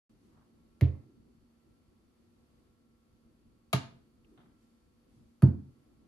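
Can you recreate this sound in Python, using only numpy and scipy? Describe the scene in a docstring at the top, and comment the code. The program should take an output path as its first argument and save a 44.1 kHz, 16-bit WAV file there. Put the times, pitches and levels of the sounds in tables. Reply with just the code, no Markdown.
"""Fruit and beak knocks on a kitchen counter

A hand bumps an orange on laminate, a small parrot answers with its beak, a banana is bumped down and settles.
Blows are striker spectra through clicks, noise bursts, damped modes and room noise, with a deep shudder.
The fruit also shakes a drawer; filtered noise makes rattle, rustles and air, wavering sines the hum."""
import sys
import numpy as np
from scipy import signal
from scipy.fft import rfft, irfft
from scipy.io import wavfile
from scipy.ndimage import uniform_filter1d

SR = 44100
rng = np.random.default_rng(int(sys.argv[2]) if len(sys.argv) > 2 else 0)


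def store_wav(level_fs):
    """Save 16-bit WAV to argv[1]."""
    pcm = np.round(np.clip(np.atleast_2d(level_fs), -1, 1) * 32767)
    wavfile.write(sys.argv[1], SR, pcm.T.astype(np.int16))


N = 267907

RING = 32768  # samples per event
FREQS = np.fft.rfftfreq(RING, 1 / SR)
AGE = np.arange(RING) / SR
SIDES = np.array([[1], [-1]]) / 2


def undb(db):
    """Decibels to gain."""
    return 10 ** (np.asarray(db) / 20)


def curve(points, hz):
    """Interpolate (Hz, value) points on a log-frequency axis."""
    point_hz, value = np.transpose(points)
    return np.interp(np.log(hz + 1e-3), np.log(point_hz), value)


def fade(age_s, t60_s):
    """Exponential decay, 60 dB down after t60."""
    return np.exp(-np.log(1000) * age_s / t60_s)


def level(x, rms_db):
    """Scale to an rms level."""
    return x * undb(rms_db) / np.sqrt(np.mean(x ** 2))


def unit(x):
    """Scale to unit energy in each channel."""
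    return x / np.sqrt(np.sum(x ** 2, axis=-1, keepdims=True))


def add(out, sound, start_s):
    """Mix in a stereo event, easing out its last tenth."""
    i = max(int(start_s * SR), 0)
    eased = sound * np.minimum(10 * (1 - AGE / AGE[-1]), 1) ** 2
    out[:, i:i + RING] += eased[:, :N - i]


def diffuse(size, apart_hz, bass_alike=0.72):
    """Stereo noise spectrum: similar bass and unrelated treble at the two ports."""
    hz = np.fft.rfftfreq(size, 1 / SR)
    mid, side = rfft(rng.standard_normal((2, size)))
    alike = bass_alike / (1 + (hz / apart_hz) ** 4)
    shared = mid * np.sqrt(1 + alike)
    opposed = np.array([[1], [-1]]) * side * np.sqrt(1 - alike)
    return (shared + opposed) / np.sqrt(2)


def walk(rate_hz):
    """Smoothed random steps with a spread near 1."""
    k = int(SR / rate_hz)
    steps = np.repeat(rng.standard_normal(N // k + 1), k)
    smooth = uniform_filter1d(uniform_filter1d(steps, k), k)
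    return level(smooth[:N], 0)


def above(corner_hz):
    """Second-order Butterworth high-pass response."""
    s = 1j * FREQS / corner_hz
    return s ** 2 / (s ** 2 + np.sqrt(2) * s + 1)


def octave_band(hz, octaves):
    """Gaussian band on an octave axis; octaves is its standard deviation."""
    return np.exp(-0.5 * (np.log2((FREQS + 1) / hz) / octaves) ** 2)


def late(lag_s):
    """Phase response of a pure delay."""
    return np.exp(-2j * np.pi * FREQS * lag_s)


def rustle(level_db, hz, octaves, rise_s, t60_s, grain_db=0):
    """Friction or shaking: a noise band, grainy if contact is uneven, that swells and dies."""
    grains = undb(grain_db * walk(rate_hz=280)[:RING])
    noise = irfft(diffuse(RING, apart_hz=705) * octave_band(hz, octaves)) * grains
    envelope = np.minimum(AGE / rise_s, 1) * fade(np.maximum(AGE - rise_s, 0), t60_s)
    return level(noise, level_db) * envelope  # level_db is rms before the envelope


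# moving air and appliances, relative spectral density: freq_hz, density_db_per_hz
AIR_SPECTRUM = [(12, -20.5), (55, -0.5), (195, -7.5), (232, 1), (260, -5), (345, -5), (420, -14),
                (650, -20.5), (1250, -24.5), (1550, -28), (4100, -32.5), (4500, -30), (5000, -33.5),
                (8500, -37.5), (11000, -35)]
# appliance motor lines, before HUM_TRIM_DB: freq_hz, untrimmed_level_db
HUM_LINES = [(231.5, -76.5), (495.3, -89), (1109, -94.5), (1227, -100), (1346, -91), (4468, -99.5)]
AIR_LEVEL_DB, AIR_SWELL_DB, RUMBLE_FLUTTER_DB = -66.5, 0.6, 3.0
HUM_TRIM_DB, HUM_WAVER_DB, HUM_DRIFT_HZ = 1.0, 2, 0.62


def room_tone():
    """Soft moving air with a fluttering rumble, and the wavering lines of an appliance motor."""
    freqs = np.fft.rfftfreq(N, 1 / SR)
    spectrum = diffuse(N, apart_hz=456) * undb(curve(AIR_SPECTRUM, freqs))
    low = 1 / (1 + (freqs / 520) ** 4)
    deep = 1 / (1 + (freqs / 250) ** 4)
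    air = irfft(spectrum * (1 - low), N)
    for part in (deep, 1 - deep):  # the two rumble bands flutter independently
        air = air + irfft(spectrum * low * part, N) * undb(RUMBLE_FLUTTER_DB * walk(rate_hz=18))
    air = level(air, AIR_LEVEL_DB) * undb(AIR_SWELL_DB * walk(rate_hz=5.6))
    hum = 0
    for hz, level_db in HUM_LINES:
        phase = 2 * np.pi * np.cumsum(hz + HUM_DRIFT_HZ * walk(rate_hz=9)) / SR
        port_lag_rad = np.array([[0], [min(hz / 700, 1.4)]])
        line = level(np.sin(phase - port_lag_rad), level_db + HUM_TRIM_DB)
        hum = hum + line * undb(HUM_WAVER_DB * walk(rate_hz=4.4))
    return air + hum


# the hand moves or shifts its grip on the fruit, rms before envelope: start_s, rub_db, hiss_db
HAND_MOVES_TABLE = [(0.17, -66, -80), (0.979, -65, -95), (4.221, -66, -84.5), (4.55, -80, -80.5),
                    (5.061, -77, -80.5)]
MOVE_RISE_S, MOVE_T60_S = 0.08, 1.72


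def hand_moves(out):
    """Friction of the hand: a dull rub and a faint wide hiss of skin and sleeve swell and die together."""
    for start_s, rub_db, hiss_db in HAND_MOVES_TABLE:
        rub = rustle(rub_db, 253, 0.45, MOVE_RISE_S, MOVE_T60_S)
        hiss = rustle(hiss_db, 1877, 2.4, MOVE_RISE_S, MOVE_T60_S)
        add(out, rub + hiss, start_s)


# light scuffs on the counter, body rms before envelope, grit and bump relative to body:
# start_s, body_db, rise_s, body_width_octaves, grit_rel_db, bump_rel_db
SCUFFS_TABLE = [(0.255, -70.5, 0.14, 0.66, -21, 1), (4.375, -64, 0.0023, 0.85, -11, 0.077)]
SCUFF_T60_S, GRIT_T60_S, SCUFF_GRAIN_DB = 0.52, 0.43, 2.5


def scuffs(out):
    """Something catches on the laminate in small jerks: grainy woody body and grit, low bump below."""
    for start_s, body_db, rise_s, octaves, grit_db, bump_db in SCUFFS_TABLE:
        body = rustle(body_db, 854, octaves, rise_s, SCUFF_T60_S, SCUFF_GRAIN_DB)
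        grit = rustle(body_db + grit_db, 3320, 0.2, rise_s, GRIT_T60_S, SCUFF_GRAIN_DB)
        bump = rustle(body_db + bump_db, 135, 0.5, rise_s, SCUFF_T60_S)
        add(out, body + grit + bump, start_s)


def strike_spot(depth_db=2, spacing_hz=110, from_hz=1500):
    """The struck spot favours some of the top's many high modes and misses others: random dB ripple."""
    favour = np.interp(FREQS / spacing_hz, np.arange(1024), rng.standard_normal(1024))
    return np.minimum(FREQS / from_hz, 1) ** 2 * depth_db * favour


def force(striker):
    """Minimum-phase (causal) pulse with the striker's spectrum, coloured by where it lands."""
    cepstrum = irfft(np.log(undb(curve(striker, FREQS) + strike_spot())))
    cepstrum[1:RING // 2] *= 2
    cepstrum[RING // 2 + 1:] = 0
    return np.exp(rfft(cepstrum))


def burst(length_s):
    """Spectrum of a short unit-energy noise rattle."""
    noise = irfft(diffuse(RING, apart_hz=1500))
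    return rfft(unit(noise * np.sqrt(AGE) * np.exp(-AGE / length_s)))


def crack():
    """The laminate cracks again as the full weight follows the first touch: a delayed noise burst."""
    return burst(length_s=0.00034) * octave_band(2000, 1.0) * late(0.0026)


def modes(table, swell_cycles):
    """Damped modes that build over about a cycle; neighbours swing in opposite senses."""
    ring = 0
    for k, (hz, gain_db, t60_s) in enumerate(table):
        amplitude = undb(gain_db) * 2 * np.log(1000) / (t60_s * SR)  # spectral peak to waveform
        swell = 1 - np.exp(-AGE * hz / swell_cycles)
        wave = swell * fade(AGE, t60_s) * np.cos(2 * np.pi * hz * AGE)
        ring = ring + (-1) ** k * amplitude * wave
    return rfft(ring)


# wooden strip along the counter's edge, gain before swell: freq_hz, peak_gain_db, t60_s
EDGE_MODES = [(419.4, 20.5, 0.14), (665, 22, 0.044), (1215, 21.5, .05), (2360, 8.5, 0.04), (2800, 15, 0.03)]


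def edge_strip():
    """The wooden edge clacks once the full weight has followed the first touch: delayed modes."""
    return modes(EDGE_MODES, swell_cycles=1.0) * late(0.002102)


# counter top and cabinet, gain before swell and bass cut: freq_hz, peak_gain_db, t60_s
COUNTER_MODES = [(85, 31.5, .28), (106.3, 29, 0.32), (117, 22, 0.13), (129.7, 41.5, 0.125), (149, 25, 0.11),
                 (156, 23.5, 0.13), (187, 27.5, 0.085), (228.3, 21, 0.33), (262.8, 19.5, 0.15),
                 (291.4, 21.5, 0.19), (342.6, 18, 0.18), (421, 15.5, 0.15), (526, 10, 0.26), (591, 9, 0.1),
                 (672, 8.5, 0.1), (771, 4, 0.11), (901, 13.5, 0.17), (1090, 1, 0.08), (1427, 7.5, 0.12),
                 (1594, 6.5, 0.17), (1697, 6.5, 0.17), (2220, 4, 0.043), (2660, 4, 0.13), (2880, 5, 0.1),
                 (3540, 4.5, 0.11), (4057, 3.5, 0.044), (4565, 5.5, .09)]


def counter(lag_s=0.011, spread=0.53, lowest_hz=62):
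    """Top and cabinet: low bending waves travel slowest, and the deepest bass is not radiated."""
    delay_s = lag_s * (lowest_hz / np.maximum(FREQS, lowest_hz)) ** spread
    dispersion = np.exp(-2j * np.pi * np.cumsum(delay_s) * FREQS[1])  # phase integrates group delay
    return modes(COUNTER_MODES, swell_cycles=0.63) * above(lowest_hz) ** 2 * dispersion


# reverberation: freq_hz, t60_s
KITCHEN_DECAY = [(150, 0.52), (400, 0.43), (1000, 0.4), (3000, 0.38), (7000, 0.33), (12000, 0.04)]
# room colour, with a standing wave in the low mids: freq_hz, gain_db
KITCHEN_TINT = [(85, 2), (130, -3), (185, -2), (235, 4), (300, -1.5), (400, -0.5), (480, 1), (650, 0.5),
                (950, 1.5), (2100, 0), (3000, -1.5), (5200, 2), (7000, -3.5), (10500, -1)]
FIRST_WALL_S = 0.0051


def kitchen(early_db=-2, early_t60_s=0.13, patchy_db=4):
    """Quick, uneven reflections off tiles and cupboards, then a tail that dulls as it dies."""
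    noise, tail = diffuse(RING, apart_hz=402), 0
    early_fade = fade(AGE, early_t60_s)
    patchy = unit(undb(patchy_db * walk(rate_hz=1100)[:RING]) * early_fade)
    early = patchy * np.sqrt(np.sum(early_fade ** 2))
    for hz, t60_s in KITCHEN_DECAY:
        band = curve([(f, f == hz) for f, _ in KITCHEN_DECAY], FREQS)
        tail = tail + irfft(noise * band) * (fade(AGE, t60_s) + undb(early_db) * early)
    onset = 1 - np.exp(-(AGE / FIRST_WALL_S) ** 2)
    return rfft(unit(tail * onset)) * above(239.0) * undb(curve(KITCHEN_TINT, FREQS))


# left minus right of the panels: freq_hz, balance_db
PANEL_TILT = [(130, -1.5), (280, -2), (600, -2.5), (1200, 6), (2300, 5), (4000, 0)]


def knock(striker, boom_db, edge_db, click_db, chatter_db, crack_db, room_db, pan_db, lead_ms):
    """One blow: force drives click, chatter, laminate crack, edge clack, cabinet boom and room."""
    right_late = late(np.array([[0], [1]]) * abs(lead_ms) / 1000)
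    boom, clack = undb(boom_db) * counter(), undb(edge_db) * edge_strip()
    click = undb(click_db) * above(900)
    chatter = undb(chatter_db) * burst(length_s=0.0031) * above(1090)
    panels = (boom + clack) * undb(curve(PANEL_TILT, FREQS) * SIDES)
    direct = right_late * (click + panels) + chatter + undb(crack_db) * crack()
    # the panels are right under the phone, so less of their sound arrives by way of the walls
    to_room = above(250) + undb(-5.0) * boom + undb(-12) * clack
    room = undb(room_db) * kitchen() * to_room
    return irfft(force(striker) * (direct + room)) * undb(pan_db * SIDES)


# striker force; soft fruit pushes long and low, hard horn is short and bright: freq_hz, force_db
ORANGE_FORCE = [(85, 11.5), (130, -.5), (180, -7), (310, 0.5), (420, -1.5), (630, -2.5), (830, -22),
                (1100, -23.5), (1400, -23), (2100, -12), (3300, -28.5), (4200, -25.5), (5300, -33),
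                (6500, -33.5), (8500, -41), (11500, -28.5)]
BEAK_FORCE = [(80, -11), (130, -5.5), (200, -4), (300, -6.5), (410, -3), (500, -3), (700, 0), (1200, -2),
              (1550, -2.5), (2000, -0.5), (2800, -3), (4300, -1.5), (5200, -11), (7000, -5), (8500, -19),
              (10500, -3), (12500, -8)]
BANANA_FORCE = [(80, 2), (130, -0.5), (200, 2), (280, 0.5), (420, -3), (550, -10), (850, -15),
                (1150, -19.5), (1450, -17), (2000, -27.5), (2600, -30.5), (3700, -40), (4550, -30.5),
                (5100, -42.5), (6200, -38.5), (8500, -43), (10300, -26.5), (12500, -36)]
# blows of orange, beak, banana and the banana's soft second landing; layer levels are relative to gain_db,
# shudder is rms before envelope and independent of gain_db: start_s, gain_db, boom_db, edge_db, click_db,
# chatter_db, crack_db, room_db, shudder_db, left_minus_right_db, left_lead_ms
BLOWS = [(0.811, 5, -2.5, -18.5, 3.5, -0.5, -9, -3, -44, -1.2, 0.032),
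         (3.7297, 1, 0.84, 2.5, -5.5, -1, 0, -1, -53.5, 0.0, 0.16),
         (5.4220, 9, 0.1, -10, -1, -3.5, -2, -2.5, -47.5, -0.5, 0.026),
         (5.4703, -7.5, 1.5, -10, -3, -2, -4, -4, -53, -1, 0.032)]


def knocks(out):
    """Each blow drives the counter; a deep noise band is the cabinet's shudder."""
    strikers = (ORANGE_FORCE, BEAK_FORCE, BANANA_FORCE, BANANA_FORCE)
    for striker, (start_s, gain_db, *layers_db, shudder_db, pan_db, lead_ms) in zip(strikers, BLOWS):
        add(out, undb(gain_db) * knock(striker, *layers_db, pan_db, lead_ms), start_s)
        add(out, rustle(shudder_db, hz=46, octaves=1, rise_s=0.015, t60_s=0.37), start_s)


# the heavy fruit shakes the open drawer, rms before envelope: start_s, wood_db, contents_db
DRAWER_SHAKES = [(0.816, -60, -60.5), (5.427, -66.5, -68.5)]
# the drawer's wood, then its contents: freq_hz, width_octaves, rise_s, t60_s
DRAWER_PARTS = [(940, 0.3, 0.027, 0.5), (2800, 0.34, 0.012, 0.25)]


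def rattles(out):
    """The boom shakes loose things, likely the open drawer and what lies in it: grainy noise bands."""
    for start_s, *levels_db in DRAWER_SHAKES:
        for level_db, part in zip(levels_db, DRAWER_PARTS):
            add(out, rustle(level_db, *part, grain_db=3.5), start_s)


# soft, dull nudges against the counter, rms before envelope: start_s, level_db, freq_hz
NUDGES_TABLE = [(1.078, -65, 300), (1.165, -63.5, 234), (4.312, -61.5, 307), (4.441, -64.5, 180)]


def nudges(out):
    """Soft contact excites only a narrow low band of noise."""
    for start_s, level_db, hz in NUDGES_TABLE:
        add(out, rustle(level_db, hz, octaves=0.35, rise_s=0.014, t60_s=0.3), start_s)


def tick(out):
    """One tiny tick, likely a claw: a very short, bright noise band."""
    add(out, rustle(-69, hz=2700, octaves=0.25, rise_s=0.002, t60_s=0.03), start_s=4.245)


def scene():
    """Orange, beak and banana in turn, small movements between them, over the quiet kitchen."""
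    out = room_tone()
    for source in (hand_moves, scuffs, knocks, rattles, nudges, tick):
        source(out)
    return out


START_S, TOP_HZ = 0.095, 12150


def record(dry):
    """Silence until START_S, where the sound cuts in abruptly; an elliptic low-pass removes the top."""
    opened = dry * (np.arange(N) / SR > START_S)
    low_pass = signal.ellip(8, 0.2, 70, TOP_HZ, fs=SR, output="sos")  # ripple 0.2 dB, stop 70 dB
    return signal.sosfilt(low_pass, opened)


dry = scene()
out = record(dry)
store_wav(out)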